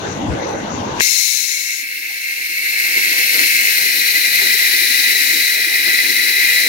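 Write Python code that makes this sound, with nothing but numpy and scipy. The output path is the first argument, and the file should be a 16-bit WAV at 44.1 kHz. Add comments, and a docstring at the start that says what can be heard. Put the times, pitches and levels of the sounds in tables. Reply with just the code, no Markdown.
"""Compressed air jets onto the hot head of a bonding machine: filtered noise hisses, gap resonances howl.
A valve snaps open at about 1 s (two decaying noise bursts); a first surge of air dies away within a second.
Hands reach into the stream and the microphones move closer: the hiss swells, most howl pitches sink a little.
Behind it the machine's noise bands and wavering hum lines are strong at first, then drop far back."""
import sys
import numpy as np
from scipy import signal
from scipy.fft import rfft, irfft, next_fast_len
from scipy.io import wavfile
from scipy.ndimage import uniform_filter1d, map_coordinates

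SR = 44100
rng = np.random.default_rng(int(sys.argv[2]) if len(sys.argv) > 2 else 0)


def unload_audio(sound):
    """Save the sound as a 16-bit wav file, at the path given as the first command line argument."""
    columns = np.transpose(np.atleast_2d(sound))
    # keep every value between -1 and 1, then stretch to whole-number steps
    steps = np.round(np.clip(columns, -1, 1) * 32767)
    wavfile.write(sys.argv[1], SR, steps.astype(np.int16))


N = 294588
T = np.arange(N) / SR
SIZE = 2 * next_fast_len(N // 2 + 2048)
HZ = np.maximum(np.fft.rfftfreq(SIZE, 1 / SR), 1)

# Hiss strength, before a fixed offset: (time [s], level [dB])
HISS_LEVEL = [(1.87, -35.5), (2.43, -32), (2.92, -25.5), (3.44, -21), (3.58, -23), (4.4, -22.5),
              (5.35, -22), (5.6, -25), (6.64, -23)]
# Hiss spectrum, relative: (frequency [Hz], left density [dB per Hz], right density [dB per Hz])
HISS_COLOUR = [(1100, -30, -22), (1554, -3.5, -4), (1850, 5.5, 3.5), (2964, 3, 0.5), (3050, -0.5, -13),
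               (4580, 4, -15), (5470, 3, -3), (6660, 1.5, -51), (7350, -3, -14.5), (9400, -2, -12),
               (9390, 1.5, -4.5), (11700, 1.5, -2.5), (14000, 1.5, -1.5), (17500, -3.5, -8.5)]
# Hiss stereo: (frequency [Hz], left-right likeness [0-1])
HISS_LIKENESS = [(1200, 0.79), (1600, 0.86), (2600, 0.31), (5000, 0.17), (15000, 0.25)]
# Gap resonances, howl and upper: (far pitch [Hz], near pitch [Hz], width [Hz], far level [dB, relative],
# near level [dB, relative], left minus right [dB], likeness [0-1], right lag before the lag factor [ms])
HOWL_MODES = [(1850, 1760, 500, -9.5, -9, 3.5, 0.58, 0.33), (2140, 2015, 195, 3.5, 2.5, 0.5, 0.86, 0.34),
              (2284, 2230, 260, -2.5, -13, -6, 0.84, 0.39), (2662, 2430, 185, -4, -3, 0, 0.93, 0.43),
              (2900, 3100, 940, -21, -17, 7, 0.7, 0.5)]
UPPER_MODES = [(4253, 3970, 270, -1, 2.5, 6.1, 0.84, 0.44), (4100, 4330, 430, -1, -2.5, 8.7, .45, 0.485),
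               (5324, 5420, 490, -4.5, -7, 6.7, 0.38, 0.325)]
# Howl flares: (time [s], rise [dB], length [s])
HOWL_FLARES = [(2.93, 1.5, 0.17), (5.05, 1, 0.089), (5.92, 2.5, 0.078), (6.48, 2, 0.12)]
# Low buffeting spectrum, relative: (frequency [Hz], density [dB per Hz])
BUFFET_COLOUR = [(18, -62), (30, -35), (108, -30), (159, -12.5), (221, -9.5), (263, -3), (332, 0),
                 (388, -1.5), (419, -3), (547, -8), (808, -5), (1120, -13), (1250, -7.5), (1620, 2),
                 (2750, -120)]
# Gusts against head and hands: (time [s], rise [dB], length [s])
GUSTS = [(2.97, 5, 0.034), (3.15, 4.5, 0.057), (3.39, 9, 0.067), (4.48, 3, 0.093), (5.35, 3, .06),
         (5.88, 4.5, 0.024), (6.08, 3, 0.057), (6.67, 7, 0.029)]
# Microphones approach the head: (time [s], nearness [0-1], factor on the inter-microphone lag [ratio])
APPROACH = [(1, 0.01, 0.95), (2.5, 0.04, 0.93), (3, 0.08, 0.93), (3.55, 0.14, 0.95), (3.9, 0.79, 1.03),
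            (4.6, 1, 1.095), (5.3, 1, 1.115), (6.68, 0.95, 1.18)]
# Reflections off the machine frame: (far delay [ms], near delay [ms], gain [ratio])
ECHOES = [(1.29, 1.4, 0.15), (3.124, 3, 0.2), (5.71, 4.9, 0.3), (9.29, 8.4, 0.2), (14.87, 14, 0.18),
          (23.5, 21.7, 0.16)]
# First surge spectrum, relative: (frequency [Hz], density [dB per Hz])
SURGE_COLOUR = [(1760, -48), (3000, -12.5), (3290, -16), (3550, -8), (4200, 2), (4440, -2), (4700, -12),
                (5140, -1), (6440, 0.5), (6900, 0), (7460, -7.5), (8580, -11.5), (11100, -8),
                (15000, -13.5), (16000, -10.5)]
# Valve bursts: (time [s], level [dB], ring [Hz], width [Hz], decay [s], left minus right [dB])
VALVE_BURSTS = [(0.999, -25, 4700, 7000, 0.0069, 23), (1.0066, -7.5, 1980, 1100, 0.0016, 8)]
# Machine noise spectra, relative: (frequency [Hz], density [dB per Hz])
RUMBLE_COLOUR = [(18, -43), (30, -13), (54, -16), (92, 0.5), (124, -3.5), (178, -0.5), (243, -1.5),
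                 (329, 1), (373, -9.5), (600, -13), (780, -38), (1320, -120)]
WHIRR_COLOUR = [(240, -25), (400, -5.5), (595, -7.5), (751, -5), (809, -4), (1350, -15), (1520, -12.5),
                (1610, -12.5), (1750, -19), (1960, -28), (2400, -40), (3120, -63), (5280, -120)]
LEAK_COLOUR = [(1180, -26), (2000, -3.5), (2390, -6.5), (2730, -4), (3260, -7.5), (3520, -8), (3800, -7.5),
               (5060, -15), (5690, -13), (5830, -5), (6140, -15), (6460, -7.5), (7900, -26.5),
               (12600, -32.5), (15000, -47)]
# Hum lines, before a fixed offset, panning and the drop: (frequency [Hz], level [dB])
HUM_LINES = [(96.9, -37.5), (328.4, -35), (807.5, -39), (1486, -45), (2740, -48)]
# Machine balance: (frequency [Hz], left minus right [dB])
MACHINE_PAN = [(60, 4), (92, 3.5), (140, 1), (210, 0), (330, 1), (500, -2), (770, 4.5), (1170, 2.5),
               (1790, 0), (2740, 13), (4190, 26), (6410, 46), (9810, 26.5), (15000, 20.0)]
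# Machine stereo: (frequency [Hz], left-right likeness [0-1])
MACHINE_LIKENESS = [(40, .3), (130, 1), (330, 0.73), (700, 0.21), (1500, 0.22), (3000, 0.092)]
# Rumble heaves, whirr swells: (time [s], rise [dB], length [s])
RUMBLE_HEAVES = [(.29, 7, 0.11), (.76, 5.5, 0.049)]
WHIRR_SWELLS = [(.06, 3.5, 0.024), (.47, 3.5, 0.097), (.95, 3, .08)]
# Brief noise swells: (time [s], level [dB], centre [Hz], width [Hz], length [s], left minus right [dB])
BAND_SWELLS = [(.305, -23, 91, 80, 0.028, 11), (0.497, -42, 6000, 220, 0.085, 32),
               (0.539, -21, 500, 300, 0.0047, -2), (0.555, -26, 524, 160, .012, -1),
               (4.33, -54, 125, 60, 0.064, 9), (4.457, -49, 190, 108, 0.071, 9)]

VALVE_S = 1.007
OVERSHOOT_DB, OVERSHOOT_S = 7.5, 0.074  # extra level at opening, e-fold decay
HANDS_IN_S, HANDS_REACH_S = 2.63, 0.35  # middle and half length of the move
HOWL_DB, HOWL_HANDS_DB = -29, 9.5  # free jet, rise with hands in
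BUFFET_DB, BUFFET_HANDS_DB = -55.5, 14.5
SURGE_DB, SURGE_HOLD_S, SURGE_FALL_DB_PER_S, SURGE_END_S = -16.5, 0.26, 21, 1.83
RUMBLE_DB, WHIRR_DB, LEAK_DB = -29, -29.5, -35.5  # before the drop
LEAK_RISE_DB, LEAK_RISE_S = 14, 0.03
CUTOFF_HZ = 15850


def jet(near, lag_factor):
    """Steady jet: turbulent hiss, howling gaps and low buffeting, sharing one flutter."""
    hiss_db, = in_time(HISS_LEVEL)
    hands = step(HANDS_IN_S, HANDS_REACH_S)
    howl_db = HOWL_DB + HOWL_HANDS_DB * hands + overshoot_db() + bumps_db(HOWL_FLARES)
    buffet_db = BUFFET_DB + BUFFET_HANDS_DB * hands + bumps_db(GUSTS)

    air = noise(in_hz(HISS_COLOUR), in_hz(HISS_LIKENESS)[0], lag_ms=0.434)
    air = reflected(air, near)
    hiss = from_db(hiss_db + 4.0) * patchy(air, depth_db=0.58, rate_hz=3.0)
    howl = from_db(howl_db) * resonances(HOWL_MODES, near, lag_factor) * flutter(1.0, 11)
    # upper resonances stand further out of the hiss close to the head
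    upper_db = hiss_db - 3.0 + 2.77 * near
    upper = from_db(upper_db) * resonances(UPPER_MODES, near, lag_factor) * flutter(1.0, 21)
    # hiss and howl are thin below about 1.5 kHz; the low buffeting is added separately
    highpass = signal.butter(8, 1450, "high", fs=SR, output="sos")
    bright = signal.sosfilt(highpass, hiss + howl + upper)

    buffet = noise(in_hz(BUFFET_COLOUR), 0.91, lag_ms=0.39) * panned(0.59)
    buffet = from_db(buffet_db) * buffet * flutter(0.52, 11)
    whole = bright + patchy(buffet, depth_db=3.5, rate_hz=16)
    return whole * flutter(0.53, 20) * step(VALVE_S, 0.0027)


def resonances(modes, near, lag_factor):
    """Turbulence rings in gaps: noise-modulated carriers whose pitch and level follow nearness."""
    out = 0
    for far_hz, near_hz, width_hz, far_db, near_db, pan_db, likeness, lag_ms in modes:
        pitch_hz = far_hz + (near_hz - far_hz) * near
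        carrier = np.exp(2j * np.pi * np.cumsum(pitch_hz) / SR)
        left = (narrow(width_hz / 2) * carrier).real
        own = (narrow(width_hz / 2) * carrier).real
        alike = np.clip(likeness, 0, 1)
        shared = delayed(left, lag_factor * lag_ms / 1000)
        right = alike * shared + np.sqrt(1 - alike ** 2) * own
        level_db = far_db + (near_db - far_db) * near
        out = out + np.array([left, right]) * panned(pan_db) * from_db(level_db)
    return rms_one(out)


def reflected(x, near):
    """Short frame echoes comb the air noise; the comb slides with microphone sway and approach."""
    out = x.copy()
    for far_ms, near_ms, gain in ECHOES:
        sway_ms = 0.031 * rms_one(narrow(0.94).real)
        delay_s = (far_ms + (near_ms - far_ms) * near + sway_ms) / 1000
        out += gain * np.array([np.interp(T - delay_s, T, side) for side in x])
    return rms_one(out)


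def overshoot_db():
    """Extra air level [dB] decaying from the valve opening."""
    return OVERSHOOT_DB * np.exp(-np.maximum(T - VALVE_S, 0) / OVERSHOOT_S)


def surge(near):
    """First rush of air: bright noise, strongly left, that holds, falls and ends."""
    falling_s = np.maximum(T - VALVE_S - SURGE_HOLD_S, 0)
    level_db = SURGE_DB + 0.22 * overshoot_db() - SURGE_FALL_DB_PER_S * falling_s
    air = reflected(noise(in_hz(SURGE_COLOUR), 0.1), near) * panned(48)
    gate = step(VALVE_S + 0.0028, 0.0058) * (1 - step(SURGE_END_S, 0.016))
    return from_db(level_db) * rms_one(air) * gate


def valve():
    """Spit of air, then the valve snap: exponentially decaying bands of noise."""
    out = 0
    for start_s, level_db, ring_hz, width_hz, decay_s, pan_db in VALVE_BURSTS:
        burst = noise(hump_db(ring_hz, width_hz), 0.56, lag_ms=0.26)
        envelope = (T >= start_s) * np.exp(-np.abs(T - start_s) / decay_s)
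        out = out + from_db(level_db) * panned(pan_db) * burst * envelope
    return out


def machine():
    """Motor rumble, whirr, hum and a small leak; all drop far back as the air comes on."""
    pan, likeness = panned(in_hz(MACHINE_PAN)), in_hz(MACHINE_LIKENESS)[0]
    pan_db = 20 * np.log10(pan / np.sqrt(np.mean(pan ** 2, axis=0)))

    rumble = noise(in_hz(RUMBLE_COLOUR) + pan_db, likeness, lag_ms=0.19)
    rumble = from_db(RUMBLE_DB + bumps_db(RUMBLE_HEAVES)) * rumble
    whirr = noise(in_hz(WHIRR_COLOUR) + pan_db, likeness, lag_ms=0.37)
    whirr = from_db(WHIRR_DB + bumps_db(WHIRR_SWELLS)) * whirr
    # the leak grows as the valve begins to lift
    lifting = np.exp(np.minimum(T - VALVE_S, 0) / LEAK_RISE_S)
    leak = noise(in_hz(LEAK_COLOUR) + pan_db, likeness)
    leak = from_db(LEAK_DB + LEAK_RISE_DB * lifting) * leak

    hum = 0
    for hz, level_db in HUM_LINES:
        wavering = narrow(4 + 0.0031 * hz)
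        tone = (wavering * np.exp(2j * np.pi * hz * T)).real
        side_db = pan_db[:, [np.searchsorted(HZ, hz)]]
        hum = hum + from_db(level_db - 4.5 + side_db) * rms_one(tone)

    drop_db = -20 * step(VALVE_S + 0.0098, 0.009) - 17 * step(1.17, 0.11)
    return (patchy(rumble + whirr + leak, depth_db=3.0, rate_hz=13.9) + hum) * from_db(drop_db)


def swells():
    """Dull bumps and a short whistle: narrow bands of noise that rise and fall."""
    out = 0
    for centre_s, level_db, hz, width_hz, length_s, pan_db in BAND_SWELLS:
        band = rms_one(noise(hump_db(hz, width_hz), 0.43) * panned(pan_db))
        out = out + from_db(level_db) * band * np.exp(-((T - centre_s) / length_s) ** 2)
    return out


def noise(colour_db, likeness, lag_ms=0):
    """Coloured stereo noise; the shared part reaches the right microphone lag_ms later."""
    left, own = rfft(rng.standard_normal((2, SIZE)))
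    alike = np.clip(likeness, -1, 1)
    shared = left * np.exp(-2j * np.pi * HZ * lag_ms / 1000)
    right = alike * shared + np.sqrt(1 - alike ** 2) * own
    return rms_one(irfft(np.array([left, right]) * from_db(colour_db), SIZE)[:, :N])


def narrow(half_width_hz):
    """Complex envelope of noise in a steep-sided resonance, drawn at SR / 8."""
    shape = (1 + (np.fft.fftfreq(SIZE // 8, 8 / SR) / half_width_hz) ** 4) ** -0.5
    white = rng.standard_normal(len(shape)) + 1j * rng.standard_normal(len(shape))
    slow = np.fft.ifft(shape * white)
    return rms_one(np.interp(np.arange(N) / 8, np.arange(len(slow)), slow))


def hump_db(hz, width_hz):
    """Spectrum [dB] of one steep-sided resonance."""
    return -10 * np.log10(1 + (2 * (HZ - hz) / width_hz) ** 4)


def flutter(depth_db, rate_hz):
    """Randomly wandering gain of rms depth depth_db."""
    return from_db(depth_db * rms_one(narrow(rate_hz).real))


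def patchy(x, depth_db, rate_hz):
    """Each third of an octave swells and fades on its own; overall level is kept."""
    spectrum, out = rfft(x, SIZE), 0
    place = np.clip(3 * np.log2(HZ / 100), 0, 22)
    for band in range(23):
        slow = uniform_filter1d(rng.standard_normal(800), size=5)
        gain = np.interp(T * rate_hz, np.arange(800) / 5, from_db(depth_db * rms_one(slow)))
        weight = np.maximum(1 - np.abs(place - band), 0)  # overlapping triangles
        out = out + irfft(spectrum * weight, SIZE)[:, :N] * gain
    return out * np.std(x) / np.std(out)


def delayed(x, seconds):
    """Read a signal late by a delay that may vary in time."""
    return map_coordinates(x, [(T - seconds) * SR], order=3)


def step(at_s, rise_s):
    """Smooth change from 0 to 1."""
    return 0.5 + 0.5 * np.tanh((T - at_s) / rise_s)


def bumps_db(rows):
    """Brief smooth rises [dB] above a steady level."""
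    return sum(rise_db * np.exp(-((T - s) / length_s) ** 2) for s, rise_db, length_s in rows)


def in_time(rows):
    """Each column of a curve, sample by sample."""
    s, *columns = np.transpose(rows)
    return [np.interp(T, s, c) for c in columns]


def in_hz(rows):
    """Each column of a spectrum on the frequency grid, interpolated in log frequency."""
    hz, *columns = np.transpose(rows)
    return np.array([np.interp(np.log(HZ), np.log(hz), c) for c in columns])


def panned(pan_db):
    """Left and right gains for a level difference."""
    return from_db(np.array([[0.5], [-0.5]]) * pan_db)


def from_db(db):
    """Decibels to gain."""
    return 10 ** (np.asarray(db) / 20)


def rms_one(x):
    """Scale so that the mean of the channels has rms 1."""
    mid = np.atleast_2d(x).mean(axis=0)
    return x / np.sqrt(np.mean(np.abs(mid) ** 2) + 1e-20)


def scene():
    """Air, valve and machine together."""
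    near, lag_factor = in_time(APPROACH)
    return jet(near, lag_factor) + surge(near) + valve() + machine() + swells()


def record(dry):
    """Clip peaks at full scale, then cut the top above CUTOFF_HZ."""
    top = 1 - 0.5 * (1 + np.tanh((HZ - CUTOFF_HZ) / 50))
    return irfft(rfft(np.clip(dry, -1, 1), SIZE) * top, SIZE)[:, :N]


dry = scene()
out = record(dry)
unload_audio(out)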